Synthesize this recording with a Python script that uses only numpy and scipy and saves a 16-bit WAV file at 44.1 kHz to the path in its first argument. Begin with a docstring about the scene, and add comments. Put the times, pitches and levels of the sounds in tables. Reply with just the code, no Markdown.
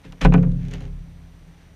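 """First a faint brush of plastic, then a thump: a soft, tightly wrapped bundle drops into a lined bin,
heard from inside. It lands, tips over, rubs down the wall and settles. Each knock booms in the bin's
low modes, rings its hollow wall and crushes the liner, whose tiny buckles make the crinkle.
The bin wobbles under the load. A faint low hum lingers under the hiss."""
import sys
import numpy as np
from scipy import signal
from scipy.fft import rfft, irfft
from scipy.io import wavfile

SR = 44100
rng = np.random.default_rng(int(sys.argv[2]) if len(sys.argv) > 2 else 0)


def transcribe(u):
    """Save the signal u as a 16-bit wav file named by the first command-line argument.

    u: samples, shape (n,) or (channels, n), limited to [-1, 1]; the rate is SR.
    q: integer samples, one column per channel.
    """
    v = np.clip(np.atleast_2d(u).T, -1, 1)
    q = np.round(v * 32767).astype(np.int16)
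    wavfile.write(sys.argv[1], SR, q)


N = 77175
T = np.arange(N) / SR

# partials of the low hum, before its swell: f/Hz, level/dB
HUM_PARTIALS = [(75.3, -44.5), (166.5, -44), (263, -60)]
# swell of the hum: t/s, gain/dB
HUM_ENVELOPE = [(0, -22), (.6, 5), (1.0, 3), (1.25, -3), (1.55, -6.5), (1.75, -11)]
# thin whine of electronics: f/Hz, level/dB
WHINE_PARTIALS = [(8781, -76.5), (11718, -82), (14625, -83.5)]
# tone of the air: f/Hz, gain/dB
AIR_EQ = [(25, 3), (70, 0), (140, -0.5), (200, -11), (280, -9.5), (420, -15), (900, -18.5), (2500, -32),
          (4500, -30.5), (5500, -34.5), (5900, -25), (6400, -36.5), (8000, -37), (15000, -43.5)]

# the falling bundle drags the liner: t/s, level/dB
BRUSH_ENVELOPE = [(.025, -74), (.043, -52), (.07, -54), (.15, -81.5), (.206, -70), (.211, -34),
                  (.217, -25.5), (.228, -33.5), (.245, -32.5), (.258, -34), (.28, -54.5), (.31, -65)]
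# tone of that drag: f/Hz, gain/dB
BRUSH_EQ = [(300, 3.5), (900, -3.5), (1900, 5), (3900, -3), (4600, -10), (6300, -13), (9000, -23),
            (15000, -44.5)]
# the liner rustles as the bundle settles: t/s, level/dB
SETTLE_ENVELOPE = [(.33, -63), (.38, -62), (.48, -70), (.59, -63), (.65, -53), (.69, -57.5), (.742, -45.5),
                   (.785, -55.5), (.81, -53.5), (.855, -54), (.91, -69.5), (1.45, -71), (1.62, -61.5),
                   (1.75, -69)]
# tone of that rustle: f/Hz, gain/dB
SETTLE_EQ = [(400, 4.5), (700, 2.5), (1100, 0), (1800, 4.5), (3000, 0.5), (5000, -10), (6500, -7.5),
             (8000, -24), (15000, -38.5)]
# single creases snap: t/s, level/dB
SNAP_CUES = [(0.0508, -46.5), (0.1226, -42), (0.2141, -30.5), (0.247, -28.5), (0.338, -31.5),
             (0.375, -52.5), (0.427, -47.5), (0.517, -50), (0.651, -52), (0.683, -46), (0.711, -42),
             (0.7366, -33), (0.746, -51), (0.806, -46.5), (0.82, -50)]
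# tone of the snaps: f/Hz, gain/dB
SNAP_EQ = [(500, -10.5), (1800, 2.5), (3000, 8), (4800, -2), (6500, -1), (8000, -12.5), (10000, -11),
           (15000, -27)]

# the bundle rubs along the wall: t/s, level/dB
RUB_ENVELOPE = [(.5, -66), (.63, -60.5), (.70, -48), (.75, -41.5), (.80, -53.5), (.885, -46.5),
                (.94, -66.5), (1.1, -69.5)]
# hollow bands the rub stirs: f/Hz, width/Hz, gain/dB
RUB_BANDS = [(254, 37, -1), (427, 43, -3.5), (516, 56, -5.5), (770, 100, -12)]
# the bin wobbles on its base: t/s, level/dB
WOBBLE_ENVELOPE = [(0, -62), (.10, -37), (.20, -50), (.228, -23.5), (.25, -6.5), (.31, -12), (.35, -19),
                   (.45, -22.5), (.50, -18), (.60, -28), (.76, -31), (.84, -32), (.90, -28.5), (1.0, -30.5),
                   (1.055, -43), (1.5, -46), (1.75, -78)]

# the bundle knocks the bin: t/s, boom/dB, slap/dB, slap t60/s, contact low-pass/Hz, wall ring/dB
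KNOCK_CUES = [(.048, -39, -50.5, 0.031, 3000, -40.5), (0.1273, -47, -43, 0.026, 2800, -36),
              (0.2151, -24, -28.5, 0.18, 4000, -26), (0.249, -10.5, -14, 0.02, 2850, -0.5),
              (0.2541, -17.5, -17, 0.054, 2170, -11.5), (0.3226, -34, -25, 0.05, 2300, -14),
              (0.3404, -11, -20, 0.045, 2205, -7.5), (0.3451, -21.5, -25.5, 0.058, 1700, -15),
              (0.3532, -31.5, -36, 0.068, 2000, -17), (0.3785, -25.5, -36.5, 0.084, 2330, -26.5),
              (.430, -26.5, -36, 0.1, 2200, -29), (0.4689, -35, -47, .05, 1100, -34),
              (.7366, -45, -55, 0.046, 1900, -40.5), (.809, -37.5, -51.5, 0.065, 2800, -39)]
# tone of the crushed film: f/Hz, gain/dB
SLAP_EQ = [(150, -2), (400, 4.5), (900, 3.5), (1700, 1), (2700, -1), (4000, -15), (7000, -21.5),
           (15000, -25)]
# short, hollow modes of the wall: f/Hz, gain/dB, t60/s
WALL_MODES = [(682, -19, 0.13), (779, -15, 0.083), (996.5, -14.5, 0.06), (1123, -27, 0.075),
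              (1273, -19, 0.046), (1502, -18.5, 0.064), (1740, -23.5, 0.051), (2175, -31.5, 0.054),
              (2412, -14.5, 0.049), (2624, -23, 0.04), (3340, -33.5, .042), (4093, -24.5, 0.037)]
# low modes of the bin: f/Hz, gain/dB, t60/s
BOOM_MODES = [(106.9, -11.5, 1.61), (134, -4.5, 1.27), (144.27, -3, 0.67), (173.92, -2.5, 0.98),
              (236.2, -15, .37), (261.3, -19, 1.09), (274.8, -1.5, 0.2), (319, -12, 0.26),
              (424.6, -7, 0.12), (454.6, -17.5, 0.41), (520, -11, 0.37), (559, -25.5, 0.19)]
# tone of the room's rumble after a knock: f/Hz, gain/dB
RUMBLE_EQ = [(50, 7.5), (80, -2), (105, 6), (160, 2.5), (210, 1), (290, 0.5), (355, -12.5), (410, -7),
             (550, -13.5), (800, -29), (1500, -32), (5000, -71.5)]


def from_db(db):
    """Decibels to gain."""
    return 10 ** (np.asarray(db) / 20)


def unit_power(x):
    """Scale to an RMS of one."""
    return x / np.sqrt(np.mean(x ** 2) + 1e-20)


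def fader(envelope):
    """Gain ridden through (t/s, level/dB) points."""
    return from_db(np.interp(T, *np.transpose(envelope)))


def equalise(x, eq):
    """Apply an EQ curve, rolled off below its first point; unit power out."""
    hz, db = np.transpose(eq)
    f = np.fft.rfftfreq(N, 1 / SR) + 1e-3
    gain = from_db(np.interp(np.log(f), np.log(hz), db)) * np.minimum(f / hz[0], 1) ** 2
    return unit_power(irfft(rfft(x) * gain, N))


def lowpass(x, hz):
    """Two-pole low-pass."""
    return signal.sosfilt(signal.butter(2, hz, fs=SR, output="sos"), x + 1e-18)


def bandpass(x, hz, width):
    """A resonant band with unit gain at its centre."""
    r, w = np.exp(-np.pi * width / SR), 2 * np.pi * hz / SR
    return signal.lfilter(np.array([1, 0, -1]) * (1 - r * r) / 2, [1, -2 * r * np.cos(w), r * r], x + 1e-18)


def ring(x, hz, t60):
    """One mode: a unit click rings a dying sine of height 1."""
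    r, w = np.exp(-np.log(1000) / (t60 * SR)), 2 * np.pi * hz / SR
    return signal.lfilter([0, np.sin(w)], [1, -2 * r * np.cos(w), r * r], x + 1e-18)


def burst(start, attack_s, t60_s):
    """Short attack, exponential decay."""
    age = T - start
    return np.clip(age / attack_s, 0, 1) * np.exp(-np.log(1000) * np.maximum(age - attack_s, 0) / t60_s)


def waver():
    """Random modulation, mostly below 20 Hz; unit power."""
    return unit_power(lowpass(rng.standard_normal(N), 20))


def background():
    """The bed: a wavering low hum, a thin electronic whine and faint air."""
    waver_db, air_db = 3, -52
    hum = sum(from_db(db + waver_db * waver()) * np.sin(2 * np.pi * hz * T) for hz, db in HUM_PARTIALS)
    whine = sum(from_db(db) * np.sin(2 * np.pi * hz * T) for hz, db in WHINE_PARTIALS)
    air = from_db(air_db) * equalise(rng.standard_normal(N), AIR_EQ)
    return fader(HUM_ENVELOPE) * hum + whine + air


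def crinkles(per_s, spread_db=2.5):
    """Plastic film buckles in tiny clicks of uneven size."""
    sizes = from_db(spread_db * np.minimum(rng.exponential(1, N), 5))
    return sizes * rng.choice([-1, 1], N) * (rng.random(N) < per_s / SR)


def liner():
    """The liner crinkles as it is dragged and settles; single creases snap and echo in the bin."""
    brush = fader(BRUSH_ENVELOPE) * equalise(crinkles(per_s=12000), BRUSH_EQ)
    settle = fader(SETTLE_ENVELOPE) * equalise(crinkles(per_s=1500), SETTLE_EQ)
    attack_s, echo_db = 0.00064, -27
    snaps = sum(from_db(db) * burst(t, attack_s, t60_s=0.018) for t, db in SNAP_CUES)
    echoes = sum(from_db(db + echo_db) * burst(t, attack_s, t60_s=0.08) for t, db in SNAP_CUES)
    return brush + settle + (snaps + echoes) * equalise(rng.standard_normal(N), SNAP_EQ)


def wall_rub():
    """The toppling bundle slides down the wall, which answers with hollow bands and a wavering note."""
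    note_hz, wander_hz, hollow_db = 402, 8.6, -3.5
    friction = rng.standard_normal(N)
    hollow = sum(from_db(db) * bandpass(bandpass(friction, hz, width), hz, 3 * width)
                 for hz, width, db in RUB_BANDS)
    pitch = note_hz + wander_hz * waver()
    note = np.sin(2 * np.pi * np.cumsum(pitch) / SR)
    return fader(RUB_ENVELOPE) * (from_db(hollow_db) * unit_power(hollow) + note)


def liner_slaps():
    """The crunch on each knock: film is crushed between bundle and wall."""
    crush = equalise(crinkles(per_s=12000), SLAP_EQ)
    return sum(from_db(db) * burst(t, attack_s=0.001, t60_s=t60) * lowpass(crush, hz)
               for t, _, db, t60, hz, _ in KNOCK_CUES)


def wall_ring(spread_db=1):
    """Each knock rings the wall's short, hollow modes in a slightly different mix."""
    taps = np.array([from_db(db) * lowpass(signal.unit_impulse(N, int(t * SR)), hz)
                     for t, *_, hz, db in KNOCK_CUES])
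    strengths = from_db(spread_db * rng.standard_normal((len(KNOCK_CUES), len(WALL_MODES))))
    return sum((-1) ** k * from_db(db) * ring(strengths[:, k] @ taps, hz, t60)
               for k, (hz, db, t60) in enumerate(WALL_MODES))


def bin_wobble(hz=36.7):
    """The sub layer: the whole bin shakes under the load."""
    return fader(WOBBLE_ENVELOPE) * np.sin(2 * np.pi * hz * T)


def bin_boom(softness_hz=970, rumble_db=-14.5):
    """The thump: each knock pushes softly into the bin's low modes and leaves a diffuse room rumble."""
    hits = np.zeros(N)
    for t, db, *_ in KNOCK_CUES:
        hits[int(t * SR)] += from_db(db)
    pushes = lowpass(hits, softness_hz)
    body = sum((-1) ** k * from_db(db) * ring(pushes, hz, t60)   # modes alternate in polarity
               for k, (hz, db, t60) in enumerate(BOOM_MODES))
    tail_power = sum((from_db(db + rumble_db) * burst(t, attack_s=0.0034, t60_s=0.86)) ** 2
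                     for t, db, *_ in KNOCK_CUES)
    return body + np.sqrt(tail_power) * equalise(rng.standard_normal(N), RUMBLE_EQ)


def scene():
    """The mono mix, heard from inside the bin."""
    impact = bin_boom() + bin_wobble() + wall_ring() + liner_slaps()
    return (impact + wall_rub() + liner() + background())[None]


def record(dry):
    """Trim the deepest bass, soft-clip the peaks and cut the very top."""
    low_cut_hz, high_cut_hz = 16, 14900
    trimmed = signal.sosfilt(signal.butter(2, low_cut_hz, "high", fs=SR, output="sos"), dry)
    rounded = trimmed / (1 + trimmed ** 6) ** (1 / 6)
    return signal.sosfilt(signal.ellip(10, .1, 90, high_cut_hz, fs=SR, output="sos"), rounded)


dry = scene()
out = record(dry)
transcribe(out)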